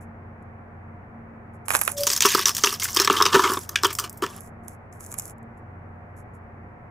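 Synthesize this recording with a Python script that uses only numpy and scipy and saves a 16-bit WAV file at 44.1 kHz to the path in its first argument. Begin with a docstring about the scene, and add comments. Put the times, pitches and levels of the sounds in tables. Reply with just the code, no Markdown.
"""A crisp crunch and plastic gloves

A close, crisp crunch is heard, like a bite into fried crust. The crust snaps and crackles, with a
mid-pitched and a low, hollow ring under it, both mouth-like. Thin plastic gloves crinkle and rub.
A brief pure tone swells at the first cracks, and a kitchen appliance hums and blows in the background."""
import sys
import numpy as np
from scipy import signal
from scipy.fft import rfft, irfft
from scipy.io import wavfile

SR = 44100
rng = np.random.default_rng(int(sys.argv[2]) if len(sys.argv) > 2 else 0)


def log_audio(samples):
    """Write samples as a 16-bit WAV file to the path given in sys.argv[1]."""
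    # one column per channel
    frames = np.atleast_2d(samples).T
    # limit to full scale, then quantise
    limited = np.clip(frames, -1, 1)
    pcm = np.round(limited * 32767).astype(np.int16)
    wavfile.write(sys.argv[1], SR, pcm)


N = 304290

# The tone colour of breaking crust. Each row: frequency in Hz, gain in dB.
CRUST_SPECTRUM = [(880, -24.5), (1500, -10), (1630, -1.5), (2260, -7), (3310, -5), (4010, -10.5),
                  (5420, -3.5), (9220, -12.5), (12800, -12.5), (14800, -8.5), (15700, -17.5),
                  (16500, -35.5)]
# The tone colour of thin plastic. Each row: frequency in Hz, gain in dB.
GLOVE_SPECTRUM = [(1760, -53.5), (3000, -30.5), (4770, -20.5), (5580, -9.5), (6810, -5), (9260, -2),
                  (10800, -4.5), (13300, -16), (15400, -14), (16500, -33)]
# A low, hollow, mouth-like ring under each crunch. Each row: pitch in Hz, width in Hz, gain in dB.
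HOLLOW_RINGS = [(399, 41, 2), (308, 230, -10)]
# The dull thump of a glove on pastry. Each row: pitch in Hz, width in Hz, gain in dB.
THUMP_RINGS = [(840, 1340, -4.5), (1630, 740, 0), (2390, 386, -1), (4250, 3700, -15)]


def cracks():
    """Each crack rings its own piece of crust and sizzles on top, over two mouth-like rings."""
    # Each row: start in seconds, level in dB, pitch of the piece in Hz, mid ring and hollow ring in dB
    # compared with the crust, fade time in seconds.
    snaps = [(1.979, -24, 5430, -32, -19, .03), (2.006, -31, 7800, -24, -15, 0.057),
             (2.034, -11, 6200, -23, -42, 0.012), (2.0674, -8, 6100, -12.5, -22.5, 0.041),
             (2.1012, -8, 4750, -19, -27, 0.016), (2.115, -15, 6000, -19, -39, 0.013),
             (2.1327, -9, 6230, -25, -52, 0.012), (2.1627, -11.5, 6140, -21, -36, 0.035),
             (2.175, -14, 6300, -23, -40, 0.016), (2.2058, -4.5, 6370, -21, -36, .013),
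             (2.2216, -3.5, 6260, -22, -36, 0.016), (2.2493, -9, 2270, 2.7, -4, 0.036),
             (2.2543, -6, 6200, -4, -28, 0.071), (2.287, -15, 6300, -29, -35, 0.053),
             (2.3163, -18.5, 6100, -13, -44, 0.058), (2.348, -6.5, 4870, -0.5, -6, 0.02),
             (2.376, -24.5, 5800, 7, -20, 0.031), (2.3915, -13, 5300, -2, -15, .03),
             (2.456, -2.5, 5800, -27, -48, .014), (2.4613, -12.5, 6150, -12.5, -43, 0.2),
             (2.481, -8.5, 5270, -12, -43, 0.028), (2.492, -8.5, 5740, -13, -25.5, .029),
             (2.5485, -16.5, 5370, -40, -36, 0.013), (2.5664, -13, 6570, -46, -46, .014),
             (2.578, -16, 5600, -14.5, -38, 0.068), (2.6361, -0.8, 3410, -10, -18, 0.036),
             (2.653, -14.5, 5100, -4, -27, 0.14), (2.671, -8, 3100, -10, -16, 0.0085),
             (2.724, -21.5, 5650, -4, -14, 0.043), (2.7387, -20, 5260, -20, -19, 0.02),
             (2.796, -18.5, 5700, -20, -32, 0.083), (2.821, -13.5, 2180, -17, -28, 0.028),
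             (2.83, -18, 7550, -23, -34, 0.067), (2.839, -16, 7500, -20, -39, 0.062),
             (2.853, -18, 2100, -27, -34, .012), (2.883, -21, 2170, -11, -37, .05),
             (2.9453, -19, 7800, -30, -36, .026), (2.962, -11, 5500, -8.5, -18.5, 0.041),
             (2.9682, -4.5, 5060, -16, -15.5, 0.03), (2.9874, -21, 5150, -11, -18, 0.033),
             (2.9976, -3.5, 5570, -13.5, -14, 0.051), (3.015, -8.5, 5700, -10, -35, .025),
             (3.0465, -9.5, 5350, -18, -21, 0.03), (3.074, -7.5, 3270, 1, -17, 0.021),
             (3.0995, -10.5, 3150, 6.5, -5.5, 0.0051), (3.1049, -12.5, 2830, -30, -3, 0.045),
             (3.126, -18.5, 6200, -11, -8, .039), (3.162, -13, 3100, -12, -13.5, 0.13),
             (3.201, -18, 2260, 11, -8.5, 0.019), (3.2104, -13, 2140, 7.5, -3.5, 0.013),
             (3.2229, -2, 5230, -8, -47, 0.014), (3.2538, -6.5, 3710, -5, -15, 0.016),
             (3.2622, -6.5, 3620, -4.5, -16.5, 0.02), (3.3236, -14.5, 3180, 0, -8, 0.21),
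             (3.343, -10, 2890, 3.5, 2.2, .027), (3.35, -10.5, 2900, 7.5, -2, 0.027),
             (3.355, -13.5, 3290, 5, 1.5, 0.079), (3.3917, -16, 3620, 11, -2.5, 0.04),
             (3.4336, -11.5, 2150, 1, -10, 0.16), (3.468, -24, 2270, -7, -9, 0.048),
             (3.4963, -22, 3380, 4, 3.5, 0.038), (3.518, -25.5, 7140, 10.5, 5.5, 0.0066),
             (3.5357, -18.5, 7850, -14, -13, 0.0095), (3.5686, -20, 2160, 1.8, -4.5, 0.038),
             (3.6904, -21.5, 6130, -8, -31, 0.025), (3.757, -6, 2290, -29, -44, 0.016),
             (3.828, -40, 7460, -21, -27, .03), (3.8338, -9, 5180, -2.5, -13.5, 0.016),
             (3.844, -8, 3570, -1, -14.5, 0.031), (3.8503, -9, 3030, -6, -7.5, 0.029),
             (3.867, -24.5, 7100, -6, -7, 0.021), (3.902, -21.5, 2230, -10, -17, 0.059),
             (3.9275, -30, 7550, -9, -27, 0.036), (3.9513, -23, 7500, -16, -29, 0.0055),
             (3.9859, -12, 4920, -6, -37, 0.033), (3.9974, -16, 7300, -5.5, -25, 0.018),
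             (4.038, -23, 2960, -4.5, -13, 0.058), (4.0951, -36, 7400, -20.5, -24, 0.027),
             (4.128, -57, 8300, -30, -25, .012), (4.173, -56, 7800, -31, -11, .03),
             (4.219, -20.5, 3010, 0.5, 3.5, .12), (4.2348, -19.5, 2290, 5, -3.5, 0.048),
             (4.2631, -22.5, 2410, -5, -19, .018)]
    out = np.zeros(N)
    noise = rng.standard_normal((len(snaps), 3, 6000))
    jerks_db = 4.0 * rng.standard_normal((len(snaps), 1, 150))
    noise *= amp(np.repeat(jerks_db, 40, axis=2))  # a break runs in jerks of about a millisecond
    overtones = rng.uniform(-0.67, .9, (len(snaps), 3))  # each piece's other rings, in octaves from it
    for snap, (crust_noise, mid_noise, hollow_noise), octaves in zip(snaps, noise, overtones):
        start, level_db, hz, mid_db, hollow_db, t60 = snap
        rise_s = .03 * t60
        fracture = colour(burst(crust_noise, t60, rise_s, kick=1.0), CRUST_SPECTRUM)
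        rings = [(hz, 0.049 * hz, 11.0)] + [(hz * 2 ** octave, 250, 11.0) for octave in octaves]
        piece = fracture + resonate(fracture, rings)
        piece = pass_band(piece, "high", 0.38 * hz, order=2)  # a small piece gives off little bass
        # High-pitched pieces and soft cracks have a larger share of sizzle.
        sizzle_db = -5.5 + 9.5 * np.log2(hz / 5000) + 0.54 * (-12 - level_db)
        sizzle = amp(sizzle_db) * peak_one(pass_band(fracture, "high", hz=8000))
        crust = peak_one(pass_band(piece, "low", hz=8000)) + sizzle
        age = np.maximum(np.arange(len(mid_noise)) / SR - rise_s, 0)
        fade = amp(-12.0 * age / t60)  # the mid ring dies quickly with each crack
        mid = peak_one(fade * mid_ring(burst(mid_noise, t60, rise_s, kick=2.7)))
        hollow = peak_one(resonate(burst(hollow_noise, 0.86 * t60, rise_s), HOLLOW_RINGS))
        add(out, start, amp(level_db) * (crust + amp(mid_db) * mid + amp(hollow_db) * hollow))
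    return out


def crackle():
    """Crushed crust makes countless tiny breaks: crumbs ring high, flakes lower, over mouth-like rings."""
    # Each row: start in seconds, length in seconds, crumb level in dB, then flake level and mouth-like
    # ring level in dB compared with the crumbs.
    crunches = [(1.969, 1.7, -46, -9.5, -18), (1.958, 0.13, -33.5, -21, -22), (2.072, 0.13, -27, -11, -12),
                (2.205, 0.25, -26, -1.5, -11.5), (2.444, 0.085, -35, 1, 1), (2.536, 0.19, -36, -15, -12.5),
                (2.642, 0.14, -34, -5.5, -5), (2.801, 0.065, -32, -18, -20), (2.866, 0.12, -35, -25, -11.5),
                (2.95, 0.13, -35.5, 6.5, 6.5), (3.104, .22, -35.5, 2.5, 11), (3.31, 0.261, -33, -1, 10.5),
                (3.593, 0.11, -52, -26, -8), (3.678, 0.21, -52, -12, 4), (3.826, .12, -47.5, 9.5, 13),
                (3.986, .11, -46, -3, 7.5), (4.076, 0.23, -64, -8, 2), (4.227, .18, -52, 1.5, 6.5)]
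    starts, lengths, crumb_db, flake_db, ring_db = np.transpose(crunches)
    crumb_gain, flake_gain, ring_gain = (
        strokes(starts, lengths, crumb_db + offset_db, attack_s=0.018, sag_db=8, release_s=.02)
        for offset_db in (0, flake_db, ring_db))
    push = grains(per_s=1000, spread_db=0.5, bed=0.85)
    pieces = ringing_pieces(push, pitches=np.geomspace(1700, 13000, 24), cycles=10.0)
    crust = colour(rms_one(pieces) + 1.8 * push, CRUST_SPECTRUM)
    flakes, crumbs = (rms_one(pass_band(crust, kind, hz=4200)) for kind in ("low", "high"))
    ring = rms_one(mid_ring(push)) + amp(-11.5) * rms_one(resonate(push, HOLLOW_RINGS))
    return crumb_gain * crumbs + flake_gain * flakes + ring_gain * ring


def ringing_pieces(push, pitches, cycles):
    """Every few milliseconds another piece breaks and rings briefly at its own pitch."""
    chosen = np.repeat(rng.integers(0, len(pitches), N // 128 + 1), 128)[:N]
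    return sum(np.sqrt(cycles) * resonate(push * (chosen == k) + 1e-18, [(hz, hz / cycles, 0)])
               for k, hz in enumerate(pitches))


def mid_ring(push):
    """The crunch has a mid-pitched, mouth-like ring with little sound below its lowest pitch."""
    # Each row: pitch in Hz, width in Hz, gain in dB.
    mid_pitches = [(935, 78, 3), (978, 74, 4.5), (1127, 88.5, 4.5), (1318, 150, -1), (1510, 110, -6),
                   (1770, 42, -6)]
    return pass_band(resonate(push, mid_pitches), "high", hz=860, order=3)


def crinkles():
    """Creases in the thin gloves pop over: very short bright ticks, some with a dull thump."""
    # Each row: start in seconds, level in dB, thump in dB compared with the tick,
    # the tick's lean to the left in dB.
    creases = [(1.6826, -19.5, -2, -11), (1.7043, -16, 5.5, -4), (1.7134, -20.5, -3, -4),
               (1.723, -21.5, -4, -4), (1.7347, -23, -2, 0), (1.7383, -18, -4, -2), (1.7439, -13.5, -2, -1),
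               (1.7498, -9.5, 1.5, -4), (1.757, -10, -9, 2.2), (1.766, -14, -9, -5), (1.791, -22, -9, -8),
               (1.8134, -14.5, -4, -12), (1.8166, -17, -4.5, -6), (1.8355, -18, -30, -8),
               (1.851, -23, -27, -18), (1.857, -34, -19, 4), (1.877, -11.5, -0.9, -6),
               (1.892, -24, -15, -5), (1.9146, -24, -18, -5), (1.9181, -18.5, -16, -3),
               (3.507, -21, -25, -2), (3.526, -22, -26, 2), (4.364, -30, -36, -6),
               (4.4068, -32.5, -33.5, -10.5), (4.6817, -26, -17, -3.5), (4.927, -42, -16, 15),
               (5.007, -29, -17.5, 3.5), (5.0413, -33, -27, 7.5), (5.063, -31, -27, -1.1),
               (5.1084, -35, -21, 1), (5.117, -26.5, -20, -3), (5.125, -27, -15, 4),
               (5.1407, -25, -10.5, -5), (5.1826, -23, -32, -6), (5.1864, -16.5, -24, -3),
               (5.1968, -15, -21, 3), (5.221, -28, -28, 4.5), (5.255, -26, -31, 1), (5.2797, -34, -31, -3),
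               (5.3076, -39, -16.5, -5), (5.382, -51, -21, 0), (5.429, -54, -20.5, 0.5)]
    out = np.zeros((2, N))
    noise = rng.standard_normal((len(creases), 2, 2000))
    for (start, level_db, thump_db, pan_db), (tick_noise, thump_noise) in zip(creases, noise):
        pop = burst(tick_noise, t60=0.0068, rise_s=0.0003, tail_db=-9.5, tail_t60=0.045, kick=0.96)
        tick = peak_one(colour(pop, GLOVE_SPECTRUM)) * amp([[pan_db / 2], [-pan_db / 2]])
        bump = burst(thump_noise, t60=0.0079, rise_s=0.00088, tail_db=-12.5, tail_t60=0.31)
        thump = peak_one(resonate(bump, THUMP_RINGS))
        add(out, start, amp(level_db) * (tick + amp(thump_db) * thump))
    return out


def rustle():
    """Plastic slides on plastic: dense faint ticks, a little different in the left and right channels."""
    # Each row: start in seconds, length in seconds, level in dB.
    rubs = [(0, 0.071, -60.5), (0.416, 0.034, -66), (1.526, 0.065, -67.5), (1.646, 0.057, -52),
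            (1.675, 0.27, -35), (1.908, 0.079, -45.5), (3.48, 0.2, -43), (4.287, 0.23, -53.5),
            (4.623, 0.076, -67), (4.668, .11, -55.5), (4.915, 0.1, -60.5), (4.99, 0.22, -51.5),
            (5.168, .175, -46.5), (5.563, 0.058, -71), (6.154, 0.089, -61), (6.328, 0.074, -68)]
    gain = strokes(*np.transpose(rubs), attack_s=0.014, sag_db=6, release_s=0.039)
    push = grains(per_s=428, spread_db=3.0, bed=0.88) + 0.55 * rng.standard_normal((2, N))
    plastic = rms_one(colour(push, GLOVE_SPECTRUM))
    thumps = rms_one(resonate(push, THUMP_RINGS))
    return gain * (plastic + amp(-14.5) * thumps)


def off_to_right(stereo):
    """The gloves are to the right: the microphone's far opening hears them dulled, except where it rings."""
    # Each row: frequency in Hz, left gain minus right gain in dB.
    balance = [(250, -17), (700, -28.5), (1300, -23.5), (3000, -10), (5500, 3.5), (7500, 13), (9300, -5.5),
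               (11000, -22), (15000, -6.5)]
    return np.array([colour(channel, [(hz, sign * db / 2) for hz, db in balance])
                     for channel, sign in zip(stereo, (1, -1))])


def pure_tone():
    """A brief, clean tone swells and fades."""
    # Each row: time in seconds, pitch in Hz, level in dB.
    swell = [(1.9, 574, -58), (2.012, 572.2, -24), (2.17, 571, -61)]
    times, *columns = np.transpose(swell)
    t = np.arange(N) / SR
    hz, level_db = (np.interp(t, times, column, left=-150, right=-150) for column in columns)
    return np.sqrt(2) * amp(level_db) * np.sin(2 * np.pi * np.cumsum(hz) / SR)


def counter_echoes(sound, t60, level_db):
    """Quick, scattered echoes come off the kitchen counter, different in each channel."""
    t = np.arange(SR // 5) / SR
    tail = rng.standard_normal((2, len(t))) * amp(-60 * t / t60) * (t > .001)
    tail /= np.sqrt(np.sum(tail ** 2) / 2)
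    return amp(level_db) * signal.fftconvolve(sound[None], tail, axes=1)[:, :N]


def appliance_air():
    """The appliance blows: a low rush of air, alike in both channels only in the bass."""
    # Each row: frequency in Hz, gain in dB.
    air_spectrum = [(12, -42), (20, -8.5), (91, -9), (161, -4), (231, -9.5), (277, -11), (599, -12.5),
                    (718, -13), (786, -11.5), (1950, -20.5), (2330, -26), (3280, -49), (4500, -66.5),
                    (5850, -107.5), (9900, -120)]
    # Each row: frequency in Hz, how alike left and right are (1 is the same, -1 is opposite).
    likeness = [(60, 0.97), (180, 0.91), (550, 0.46), (1650, -0.11), (4970, -0.64), (15000, 0.27)]
    hz = np.fft.rfftfreq(N, 1 / SR) + 1
    mid, side = rfft(rng.standard_normal((2, N)))
    alike = at_hz(likeness, hz)
    stereo = np.sqrt(1 + alike) * mid + np.sqrt(1 - alike) * side * [[1], [-1]]
    return amp(-46) * rms_one(irfft(amp(at_hz(air_spectrum, hz)) * stereo, N))


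def appliance_hum():
    """The appliance hums a few notes, each partly steady and partly wavering."""
    # Each row: pitch in Hz, width of the waver in Hz, level in dB.
    notes = [(59, 4, -61), (89.9, 4.1, -45.5), (113.5, 24, -49.5), (227.7, 6.3, -48.5), (711.5, 22, -58)]
    hum = 0
    for hz, width_hz, level_db in notes:
        ring = [(hz, width_hz, 0)]
        noise = rng.standard_normal(N + SR)
        waver = rms_one(resonate(resonate(noise, ring), ring)[SR:])
        sine = np.sqrt(2) * np.sin(2 * np.pi * (hz * np.arange(N) / SR + rng.random()))
        steady = min(.6, 150 / hz)  # less of a high note holds still
        hum += amp(level_db) * (steady * sine + (1 - steady) * waver)
    return hum


def burst(noise, t60, rise_s, tail_db=-17.5, tail_t60=0.22, kick=2.45):
    """A break runs through a sheet: noise builds to a sharp kick, dies fast and leaves a crumbling tail."""
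    t = np.arange(len(noise)) / SR - rise_s
    fall = amp(-60 * t / t60) + amp(tail_db - 60 * t / tail_t60)  # a t60 is the seconds to fade by 60 dB
    push = noise * np.where(t < 0, (1 + t / rise_s) ** 2, fall * (1 - t / t[-1]))
    push[round(rise_s * SR)] += kick * np.sqrt(SR / 2000)
    return push


def grains(per_s, spread_db, bed):
    """Tiny random clicks of uneven size over a bed of noise."""
    sizes = amp(spread_db * np.minimum(rng.exponential(1, N), 4)) * rng.standard_normal(N)
    clicks = rms_one(sizes * (rng.random(N) < per_s / SR))
    return rms_one(clicks + bed * rng.standard_normal(N))


def strokes(starts, lengths, levels_db, attack_s, sag_db, release_s):
    """The loudness of separate movements over time: each swells, sags while it lasts and lets go."""
    t, gain = np.arange(N) / SR, np.zeros(N)
    for start, length, level_db in zip(starts, lengths, levels_db):
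        span = slice(int(start * SR), int((start + length) * SR))
        age = t[span] - start
        edge = np.clip(np.minimum(age / attack_s, (length - age) / release_s), 0, 1)
        gain[span] += edge ** 2 * amp(level_db - sag_db * age / length)
    return gain


def resonate(push, rings):
    """Rings at several pitches at once, every second one upside down; narrow rings last longer."""
    out = 0
    for k, (hz, width_hz, gain_db) in enumerate(rings):
        r = np.exp(-np.pi * width_hz / SR)
        feed = [(1 - r * r) / 2, 0, (r * r - 1) / 2]
        feedback = [1, -2 * r * np.cos(2 * np.pi * hz / SR), r * r]
        out += (-1) ** k * amp(gain_db) * signal.lfilter(feed, feedback, push)
    return out


def colour(x, spectrum):
    """Gives a sound a tone colour without smearing it earlier in time."""
    hz = np.linspace(0, SR / 2, 257)
    power = amp(2 * at_hz(spectrum, hz + 1)) + 1e-7  # minimum_phase takes the square root
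    taps = signal.minimum_phase(signal.firwin2(511, hz, power, fs=SR))
    return signal.fftconvolve(x, taps[None] if x.ndim > 1 else taps, axes=-1)[..., :x.shape[-1]]


def pass_band(x, kind, hz, order=4):
    """Keeps the "low" or the "high" side of a frequency."""
    return signal.sosfilt(signal.butter(order, hz, kind, fs=SR, output="sos"), x)


def at_hz(points, hz):
    """Reads a curve between its listed frequencies."""
    frequencies, values = np.transpose(points)
    return np.interp(np.log(hz), np.log(frequencies), values)


def add(out, start_s, sound):
    """Mixes a short sound in at its moment."""
    i = round(start_s * SR)
    out[..., i:i + sound.shape[-1]] += sound


def amp(db):
    return 10 ** (np.asarray(db) / 20)


def rms_one(x):
    return x / np.sqrt(np.mean(x ** 2) + 1e-20)


def peak_one(x):
    return x / (np.abs(x).max() + 1e-12)


def scene():
    """The crunch and its echoes, the gloves, the tone and the appliance sound together."""
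    crunch = cracks() + crackle()
    gloves = off_to_right(crinkles() + rustle())
    echoes = counter_echoes(crunch, t60=0.05, level_db=-41.5)
    return crunch + echoes + gloves + pure_tone() + appliance_air() + appliance_hum()


def record(dry):
    """Adds a faint soft hiss, flattens the loudest peaks and cuts the highest treble steeply."""
    ceiling, cutoff_hz = .82, 16790
    hiss = signal.lfilter([1], [1, -.55], rng.standard_normal(dry.shape))
    drive = (dry + amp(-83.5) * hiss) / ceiling
    flattened = ceiling * drive / (1 + drive ** 6) ** (1 / 6)
    return signal.sosfilt(signal.cheby2(12, 70, cutoff_hz, fs=SR, output="sos"), flattened)


dry = scene()
out = record(dry)
log_audio(out)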